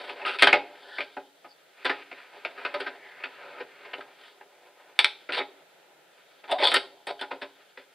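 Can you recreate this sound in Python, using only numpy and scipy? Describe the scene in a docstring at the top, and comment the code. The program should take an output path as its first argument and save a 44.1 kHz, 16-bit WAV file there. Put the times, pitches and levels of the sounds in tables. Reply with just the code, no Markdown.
"""Bench vise cranked tight in a yard

A wooden bar is slid and dropped into a bench vise; a hand cranks the steel screw, whose loose handle
rattles, then wrenches it tight in creaking jerks. Noise forces for blows, rubbing and scrapes drive the
resonances of bench top, jaw, screw and handle; gliding tones groan, noise bands whine, sines ring the rod.
A dull microphone listens from close by, with early reflections and echo off hard walls, a street murmur and hiss.
"""
import sys
import numpy as np
from scipy import signal
from scipy.fft import rfft, irfft, next_fast_len
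from scipy.io import wavfile
from scipy.ndimage import map_coordinates

SR = 44100
rng = np.random.default_rng(int(sys.argv[2]) if len(sys.argv) > 2 else 0)


def dump_mix(stems):
    """Bounce the given channels to the path in sys.argv[1] as a 16-bit WAV at rate SR."""
    frames = np.atleast_2d(stems).T  # one column per channel
    limited = np.clip(frames, -1, 1)  # hard clip at full scale
    pcm = np.round(limited * 32767).astype(np.int16)
    wavfile.write(sys.argv[1], SR, pcm)


N = 350154

# resonances of the wooden bench top: (frequency [Hz], width [Hz], relative level [dB])
BENCH_TOP_MODES = [(131, 55, -1), (280, 33, -3), (396.8, 25, 4.5), (500, 27, -5.5), (581.6, 45, 1),
                   (698, 33, 0.5), (828.4, 34, 1), (934, 33, -2), (1054, 40, 2.5)]
# resonances of the vise jaw: (frequency [Hz], width [Hz], relative level [dB])
JAW_MODES = [(1293, 130, 11.2), (1441, 90, 8.5), (1585, 92, 11.9), (1846, 100, 9.7), (2127, 140, 8.2),
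             (2370, 100, 7), (2550, 80, 6.4), (2775, 130, 2.4)]
# colour of the dull microphone: (frequency [Hz], gain [dB])
MIC_COLOUR = [(30, -29.5), (140, -13.5), (225, -6.5), (300, 6.5), (1000, 5), (1100, -8), (1200, -4),
              (4500, 2.5), (6400, -21), (9000, -17), (17000, -37)]
# the steel handle slides through and slams on its stop: (time [s], jaw level [dB], jaw rattle t60 [s])
HANDLE_CLACKS = [(4.9903, -17.5, 0.1), (5.0449, -17.5, 0.061)]


def amp(db):
    """Converts dB to gain."""
    return 10 ** (np.asarray(db) / 20)


def unit(x):
    """Scales a signal to rms 1."""
    return x / np.sqrt(np.mean(x ** 2) + 1e-20)


def along(points, hz):
    """Reads a curve of (Hz, value) points on a log frequency axis."""
    point_hz, values = np.transpose(points)
    return np.interp(np.log(hz + 1), np.log(point_hz + 1), values)


def filtered(x, gain, causal=False):
    """Filters x by a gain over frequency: zero phase, or minimum phase if causal."""
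    size = 2 * next_fast_len(N // 2 + SR // 2)
    response = gain(np.fft.rfftfreq(size, 1 / SR))
    if causal:
        # folding the cepstrum onto positive time gives minimum phase
        cepstrum = irfft(np.log(response + 1e-6), size)
        cepstrum[1:size // 2] *= 2
        cepstrum[size // 2 + 1:] = 0
        response = np.exp(rfft(cepstrum))
    return irfft(rfft(x, size) * response, size)[..., :N]


def wobble(rate):
    """Draws a smooth random curve with rate knots a second."""
    knots = rng.standard_normal(int(N * rate / SR) + 4)
    return map_coordinates(knots, [np.arange(N) * rate / SR])


def add(force, s, x):
    """Adds x to the four-part force from second s on."""
    force[:, round(s * SR):][:, :x.shape[1]] += x


def yard():
    """The far street murmurs steadily, its two channels less alike in some bands than others."""
    # murmur as the microphone passes it: (frequency [Hz], relative level per Hz [dB])
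    murmur_colour = [(35, -75), (60, -57), (151, -12), (240, -19.5), (367, -7), (606, -3.5), (874, -9),
                     (1100, -19.5), (1330, -8.5), (4000, -17.5), (6000, -40.5), (7800, -34.5),
                     (13200, -120)]
    # left-right likeness of the murmur: (frequency [Hz], correlation [-1 to 1])
    likeness = [(60, 0.76), (3000, 0.25), (6000, 0.42)]

    def mid_side_gain(hz):
        # mid is cos, side is sin, so left and right correlate by cos(2 * angle)
        angle = np.arccos(np.clip(along(likeness, hz), -1, 1)) / 2
        return amp(along(murmur_colour, hz)) * [np.cos(angle), np.sin(angle)]

    mid, side = filtered(rng.standard_normal((2, N)), mid_side_gain)
    level = amp(-61.5 + 2.5 * wobble(2.64))
    return level * unit(np.array([mid + side, mid - side]))


def preamp_hiss():
    """The preamplifier hisses with coloured noise, spread wide over both channels."""
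    # hiss colour: (frequency [Hz], relative level per Hz [dB])
    hiss_colour = [(30, -54), (300, -15.5), (5000, 1.5), (14000, -3), (15600, -7), (15900, -45.5)]
    a, b = filtered(rng.standard_normal((2, N)), lambda hz: amp(along(hiss_colour, hz)))
    return amp(-68.5) * unit(np.array([a + 1.2 * b, a - 1.3 * b]))


def walls(x):
    """Hard walls echo x with noise that dies at its own speed at each frequency."""
    # echo decay: (frequency [Hz], t60 [s])
    echo_decay = [(200, 0.55), (500, 0.61), (1500, 0.26), (4000, 0.35), (10000, 0.25)]
    hz, t, z = signal.stft(rng.standard_normal((2, SR // 2)), SR, nperseg=256)
    # the two close ports share the echo less in the treble
    side_db = along([(300, -25.0), (3000, -22), (5000, -3.5)], hz)
    z[1] *= amp(side_db)[:, None]
    decay = amp(-60 * t / along(echo_decay, hz)[:, None])
    mid, side = signal.istft(z * decay, SR, nperseg=256)[1]
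    tail = np.array([mid + side, mid - side]) / np.linalg.norm(mid)
    delayed = np.pad(x, (300, 0))
    return signal.fftconvolve(delayed[None], tail, axes=1)[:, :N]


def ringing(force, modes):
    """A part's resonances colour its force; white force of rms 1 reaches the microphone at rms 1."""
    def gain(hz):
        power = 0
        for centre, width, db in modes:
            damping = (hz * width) ** 2
            power = power + amp(db) ** 2 * damping / ((centre * centre - hz * hz) ** 2 + damping)
        return np.sqrt(power)

    hz = np.linspace(0, SR / 2, 4000)
    heard_rms = np.sqrt(np.mean((gain(hz) * amp(along(MIC_COLOUR, hz))) ** 2))
    return filtered(force, gain, causal=True) / heard_rms


def favour(force, pitches_hz, boost_db, fading=1):
    """The place of a contact drives some resonances harder, in the part that has them."""
    out = force.copy()
    part_limits_hz = [BENCH_TOP_MODES[-1][0] + 100, JAW_MODES[-1][0] + 250]
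    for hz in pitches_hz:
        part = np.searchsorted(part_limits_hz, hz)  # bench top, jaw or screw
        b, a = signal.iirpeak(hz, hz / max(hz / 10, 60), SR)
        part_boost_db = boost_db + (part == 0)  # the bench top gets 1 dB more
        out[part] += amp(part_boost_db) * signal.lfilter(b, a, force[part] * fading)
    return out * (np.std(force, axis=1) / np.std(out, axis=1))[:, None]


def stroke(s, edge, level_db):
    """Gain along one stroke, fading in and out over edge seconds at its ends."""
    t = np.arange(N) / SR
    fade = np.clip(np.minimum(t - s[0] + edge, s[-1] + edge - t) / edge, 0, 1)
    return fade * amp(np.interp(t, s, level_db))


def sing(rows, jitter, flutter_db, rate):
    """Stick-slip locks onto a resonance: rough inharmonic partials glide with the load."""
    s, hz, db = np.transpose(rows)
    pitch = np.interp(np.arange(N) / SR, s, hz) * (1 + jitter * wobble(rate))
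    phase = 2 * np.pi * np.cumsum(pitch) / SR
    tone = 0
    for ratio, partial_db in [(1, 1.5), (1.45, -5)]:
        tone = tone + np.sin(ratio * phase) * amp(partial_db + flutter_db * wobble(rate))
    return stroke(s, 0.0073, db) * unit(tone)


def whine(rows, spread_hz):
    """Dry rubbing whines as a fuzzy band of noise around a drifting resonance."""
    s, hz, db = np.transpose(rows)
    pitch = np.interp(np.arange(N) / SR, s, hz)
    carrier = np.sin(2 * np.pi * np.cumsum(pitch) / SR)
    fuzz = wobble(spread_hz) * amp(3.5 * wobble(30))  # broken, not steady
    return stroke(s, 0.02, db) * unit(carrier * fuzz)


def groan():
    """The loaded jaw groans by stick-slip; lighter rubbing gives fuzzier whines."""
    # the loaded jaw sings: (time [s], pitch [Hz], level [dB])
    groan_glide = [(6.49, 731.3, -45), (6.53, 689.8, -23.5), (6.556, 733.6, -34), (6.567, 747.5, -33),
                   (6.578, 728.5, -42.5), (6.62, 624.2, -27.5), (6.655, 612.6, -31.5), (6.69, 676, -43),
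                   (6.715, 676, -36.5)]
    # one list per whine on a drifting resonance: (time [s], pitch [Hz], level [dB])
    whine_glides = [
        [(.84, 1600, -52), (.92, 1647, -48), (.98, 1630, -37.5)],
        [(1.498, 4920, -52.5), (1.515, 4700, -58)],
        [(2.93, 1597, -49), (3.0, 2048, -46.5), (3.1, 1856, -49.5), (3.22, 2030, -49), (3.3, 1890, -60)],
    ]
    whines = sum(whine(rows, 600) for rows in whine_glides)
    return sing(groan_glide, 0.045, flutter_db=5, rate=130) + whines


def slips(depth_db, slow, fast):
    """A dense rain of tiny slips drives the four parts; its strength wavers at two speeds."""
    rain = rng.standard_normal((4, N)) * amp(1.5 * rng.exponential(size=N))
    # slips are too quick to rock the legs
    highpass = signal.butter(2, 330, "high", fs=SR, output="sos")
    rain[0] = signal.sosfilt(highpass, rain[0])
    own = np.array([wobble(slow) for _ in rain])
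    shared = wobble(slow) + wobble(fast)
    return unit(rain * amp(depth_db * (own + shared)))


def chattering_grit():
    """A loaded thread sticks and lets go, so its gritty slips pulse at an unsteady rate."""
    chatter_hz, chatter_db = 165, 3.5
    grit = slips(1.2, 90, 300)
    rate_hz = chatter_hz * (1 + 0.18 * wobble(40))
    pulse = np.cos(2 * np.pi * np.cumsum(rate_hz) / SR)
    return unit(grit * amp(chatter_db * pulse))


def rub():
    """Light friction is smooth; friction under load is gritty and favours a few resonances."""
    # sliding wood and turning thread:
    # (time [s], jaw level [dB], bench top against jaw [dB], screw against jaw [dB])
    rub_levels = [(0, -45, -2, -2.5), (0.241, -46.5, 5, -8.5), (.64, -54, -6.5, -11), (.95, -56, 9, 10),
                  (1.1, -56.5, -16, -1), (1.3, -76.5, 4, 8), (1.721, -62, -6, -3.5), (1.9, -40.5, -15, -15),
                  (2.05, -51, -12.5, -9), (2.4, -51.5, -0.5, -9), (2.8, -47, 3.5, -12.5),
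                  (3, -54.5, -0.5, -9.5), (3.4, -48.5, -4.5, -13.5), (3.7, -57.5, -3.5, -11),
                  (3.85, -51, -4, -12), (4.1, -57, -1.5, -11), (4.28, -53.5, -4.5, -0.5),
                  (4.4, -66.5, 6.5, -4.5), (4.898, -58.5, 0.5, -8), (5.199, -64.5, -4.5, 3.5),
                  (5.899, -71, 6.5, -5), (6.2, -62, -6.5, -4), (6.45, -71, 6, 1.5),
                  (7.002, -75.5, 14.5, 9.5), (7.549, -63.5, -0.5, 1.5), (7.94, -64, -14, -4.5)]
    # hard scrapes under load: (time [s], length [s], jaw level at start [dB], jaw level at end [dB],
    # bench top against jaw [dB], screw against jaw [dB], favoured pitch [Hz], second favoured pitch [Hz])
    scrapes = [(0.258, .11, -30, -40.5, -6, -3.5, 1340, 2680),
               (0.384, 0.054, -33.5, -27.5, -15.5, -1.5, 2640, 2800),
               (3.41, .19, -51.5, -50.5, 1.5, -12, 546, 1330),
               (5.32, 0.044, -27, -33.5, -6, -4, 2750, 4220),
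               (5.366, 0.028, -31.5, -30, 0.5, -2, 3720, 2320),
               (5.398, 0.025, -25.5, -41, 2, -32, 1280, 2150),
               (6.475, 0.0503, -52, -28, 2, -8.5, 3480, 900),
               (6.581, 0.0538, -40, -28.5, 1.5, -3, 3530, 2130),
               (6.634, .075, -30, -38, 1.5, 5.5, 3490, 4400), (6.759, 0.012, -20.5, -27, -1, 3, 1400, 2150),
               (7.077, 0.037, -40, -39, 1.5, -2.5, 405, 695), (7.192, 0.017, -44, -50, -3, 0, 3140, 1600)]
    rub_handle_db, scrape_handle_db = -21.5, -22  # the handle shivers with the screw, dB against it
    fade_in_s, fade_out_s = 0.003, 0.005

    t = np.arange(N) / SR
    s, db, top_db, screw_db = np.transpose(rub_levels)
    parts_db = (top_db, 0 * db, screw_db, screw_db + rub_handle_db)
    levels = amp([np.interp(t, s, db + part_db) for part_db in parts_db])
    force = levels * slips(1.6, 20, 110)

    gritty = chattering_grit()
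    for s, length, start_db, end_db, top_db, screw_db, *hz in scrapes:
        u = np.arange(round((length + fade_out_s) * SR)) / SR
        fade = np.clip(np.minimum(u / fade_in_s, 1 + (length - u) / fade_out_s), 0, 1)
        level = fade * amp(np.interp(u, [0, length], [start_db, end_db]))
        grit = favour(gritty[:, round(s * SR):][:, :len(u)], hz, boost_db=4)
        part_gains = amp([top_db, 0, screw_db, screw_db + scrape_handle_db])
        add(force, s, grit * level * part_gains[:, None])
    return force


def rod():
    """The free steel rod rings briefly and a little unsteadily after each clack."""
    # the struck handle rings: (frequency [Hz], level against the clack [dB], t60 [s])
    rod_modes = [(2517, -25.5, 0.27), (3690, -21, 0.205), (4340, -15, 0.14), (5760, 5, 0.02),
                 (13000, 7, 0.0088)]
    out = np.zeros(N)
    t = np.arange(SR // 2) / SR
    for s, db, *_ in HANDLE_CLACKS:
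        for hz, ring_db, t60 in rod_modes:
            drift = np.cumsum(rng.normal(0, hz / 35000, len(t)))  # the grip of the hand blurs each line
            ring = amp(db + ring_db - 60 * t / t60) * np.sin(2 * np.pi * hz * t + drift)
            out[round(s * SR):][:len(t)] += ring
    return out


def blow(levels_db, hz, rise, click, t60, punch):
    """A blow forces the four parts with a first contact, then a dying rattle of small rebounds."""
    punch_t60_s = 0.012  # the first rebounds of a hard blow are the strongest
    favour_t60_s = 0.084  # later rebounds land elsewhere and lose the favoured pitches
    t = np.arange(SR // 4) / SR
    slowness = np.array([[1.3], [1.], [.9], [.4]])  # heavy wood rattles on longer than light steel
    swell = 1 - np.exp(-(t / rise) ** 2)
    decay = amp(-60 * t / (t60 * slowness))
    rattle = swell * decay * rng.standard_normal((4, len(t)))
    # rebounds are separate grains of 40 samples
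    grains = rng.exponential(size=len(t) // 40 + 1).repeat(40)[:len(t)]
    rattle *= amp(2 * grains - 2)
    rattle *= 1 + punch * amp(-60 * t / punch_t60_s)
    rattle[:, 8] += click
    # small parts move little air in the bass
    rattle[1:] = signal.lfilter(*signal.butter(2, 300, "high", fs=SR), rattle[1:])
    fading = amp(-60 * t / favour_t60_s)
    return amp(levels_db)[:, None] * favour(rattle, hz, boost_db=10.5, fading=fading)


def knocks():
    """Hard blows start at once with a click, soft ones swell over milliseconds; the handle clacks."""
    # bar, jaw and thread strike: (time [s], jaw level [dB], bench top against jaw [dB],
    # screw against jaw [dB], favoured pitch [Hz], second favoured pitch [Hz], hardness [0-1])
    blows = [(0.092, -35, -3.5, -6.5, 2610, 392, 0.83), (0.2125, -37.5, -8, -28, 2550, 384, 0.77),
             (0.2501, -26.5, -6, -27, 1230, 2880, 0.86), (0.4223, -11, -6, -2.5, 1790, 830, 0.89),
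             (0.4343, -16.5, -13, -3, 2370, 3160, 0.3), (0.471, -12.5, -8, -7.5, 1475, 3090, 0.97),
             (0.528, -13, -3, -8, 2200, 840, 0.92), (0.984, -29, -2.5, -12.5, 2200, 1260, 0.95),
             (1.0046, -29, -12, -8, 2370, 596, 0.89), (1.167, -40, 6.5, -16, 1506, 750, 0.83),
             (1.4443, -45, -1, -24, 740, 1240, 0.69), (1.847, -16, -6.5, -4, 1970, 520, 0.11),
             (1.8951, -19, -6.5, -14.5, 1750, 1040, 0.79), (2.114, -39, -1.5, -13, 590, 2370, 0.86),
             (2.449, -30.5, -6.5, -9.5, 2660, 656, 0.93), (2.5772, -40, -5.5, -10, 1660, 1250, 0.89),
             (2.650, -26, -6, -11, 2570, 1460, 0.97), (2.741, -30, -3.5, -6.5, 1250, 600, 0.9),
             (2.799, -28, -3, -3, 1730, 388, 0.19), (2.862, -26.5, -6, -9, 1620, 1660, 0.14),
             (3.237, -29.5, -10.5, -12.5, 2680, 3220, 0.82), (3.597, -32.5, -1, -11, 1720, 485, 0.041),
             (3.8484, -42, 0.5, -12, 2150, 1020, 0.69), (3.9332, -31, -5.5, -22, 2995, 495, 0.82),
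             (3.9818, -51, 8.5, -4, 630, 1300, 1), (4.0071, -43.5, -6, -7, 1310, 1600, 0.96),
             (4.4104, -51.5, 1.5, -24, 1820, 810, 0.94), (5.2898, -30, 1.5, -12.5, 1390, 2270, 0.68),
             (5.376, -32, 3.5, -6, 2300, 500, 0.28), (6.4364, -43, -2.5, -6.5, 1820, 850, 0.54),
             (6.513, -28.5, -2.5, 0.5, 685, 3600, 0.65), (6.670, -25, -27, -1, 3550, 3540, 0.86),
             (6.7121, -19.5, -5, -1.5, 3670, 724, 0.36), (6.741, -17, -8, 1, 1400, 1750, 0.8),
             (7.069, -34.5, 2.5, 0.5, 1830, 400, 0.72), (7.212, -33, 0, -2.5, 1480, 3940, 0.97),
             (7.226, -38.5, 0, -17, 1480, 860, 1), (7.3086, -30, 2.5, -12, 530, 890, 0.54),
             (7.415, -31, 1, -4.5, 1640, 3740, 0.43), (7.774, -42, -4, -10, 1930, 540, 0.97)]
    soft_rise_s, hard_rise_s = 0.008, 0.0007
    jaw_rattle_t60_s = 0.11
    full_punch = 1.1
    # first contact over the rattle: bench top, jaw, screw, handle
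    soft_click = np.array([0.33, 1.1, 1.033, 2.0])
    hard_click = np.array([3.5, 6.3, 3.3, 12])
    clack_click = np.array([2.8, 28, 9.6, 10])
    clack_parts_db = np.array([-9.5, -5, -1.5, -13.5])  # added to the clack level, same part order
    clack_hz = [2343, 3510, 860]  # favoured pitches

    force = np.zeros((4, N + SR))
    for s, db, top_db, screw_db, *hz, hard in blows:
        hard = np.clip(hard, 0, 1)
        handle_db = -8.5 + 2.9 * screw_db  # the loose handle rattles more than in step with the screw
        parts_db = np.array([top_db, 0, screw_db, handle_db])
        rise = soft_rise_s + hard * (hard_rise_s - soft_rise_s)
        click = soft_click + hard ** 3 * (hard_click - soft_click)
        add(force, s, blow(db + parts_db, hz, rise, click, jaw_rattle_t60_s, full_punch * hard ** 2))

    # light steel hardly stirs the heavy top
    highpass = signal.butter(2, 650, "high", fs=SR)
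    for s, db, t60 in HANDLE_CLACKS:
        clack = blow(db + clack_parts_db, clack_hz, 0.0013, clack_click, t60, full_punch / 2)
        add(force, s, signal.lfilter(*highpass, clack))
    return force[:, :N]


def scene():
    """The vise sounds close by, with its first reflections and its echo."""
    # resonances of the screw: (frequency [Hz], width [Hz], relative level [dB])
    screw_modes = [(3150, 220, 5.5), (3490, 230, 4), (3770, 50, 2.5), (4070, 190, -5), (4470, 200, -3.5),
                   (4900, 140, -10.5), (5000, 610, -3.5)]
    # resonances of the handle: (frequency [Hz], width [Hz], relative level [dB])
    handle_modes = [(8330, 550, 9), (9110, 370, 4), (10400, 1100, 5), (12870, 3000, -23.5)]
    # reflections off floor and near wall: (delay [s], level [dB], left over right [dB])
    reflections = [(.004, -20.5, 9.5), (.008, -13, -1.5), (0.012, -10, 0.5), (.019, -18.5, -1)]

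    forces = knocks() + rub()
    part_modes = (BENCH_TOP_MODES, JAW_MODES, screw_modes, handle_modes)
    parts = sum(ringing(force, modes) for force, modes in zip(forces, part_modes))
    vise = parts + groan() + rod()

    dull = signal.lfilter(*signal.butter(1, 6000, fs=SR), vise)  # rough surfaces scatter the treble
    early = np.zeros((2, N))
    for s, db, pan_db in reflections:
        delayed = np.pad(dull, (round(s * SR), 0))[:N]
        early += amp([[db + pan_db / 2], [db - pan_db / 2]]) * delayed
    near = (vise + early) * amp([[-1.75], [-2.25]])  # left, right
    return near + amp(-16.0) * walls(vise)


def record(dry):
    """The microphone colours the scene; murmur, hiss, soft overload and band limits follow."""
    overload_level, rolloff_hz, top_hz = 0.95, 60, 16600
    hiss = preamp_hiss()
    coloured = filtered(dry, lambda hz: amp(along(MIC_COLOUR, hz)), causal=True)
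    heard = coloured + yard() + hiss
    heard = heard / (1 + np.abs(heard / overload_level) ** 4) ** 0.25
    return filtered(heard, lambda hz: (hz < top_hz) * hz ** 2 / (hz ** 2 + rolloff_hz ** 2))


dry = scene()
out = record(dry)
dump_mix(out)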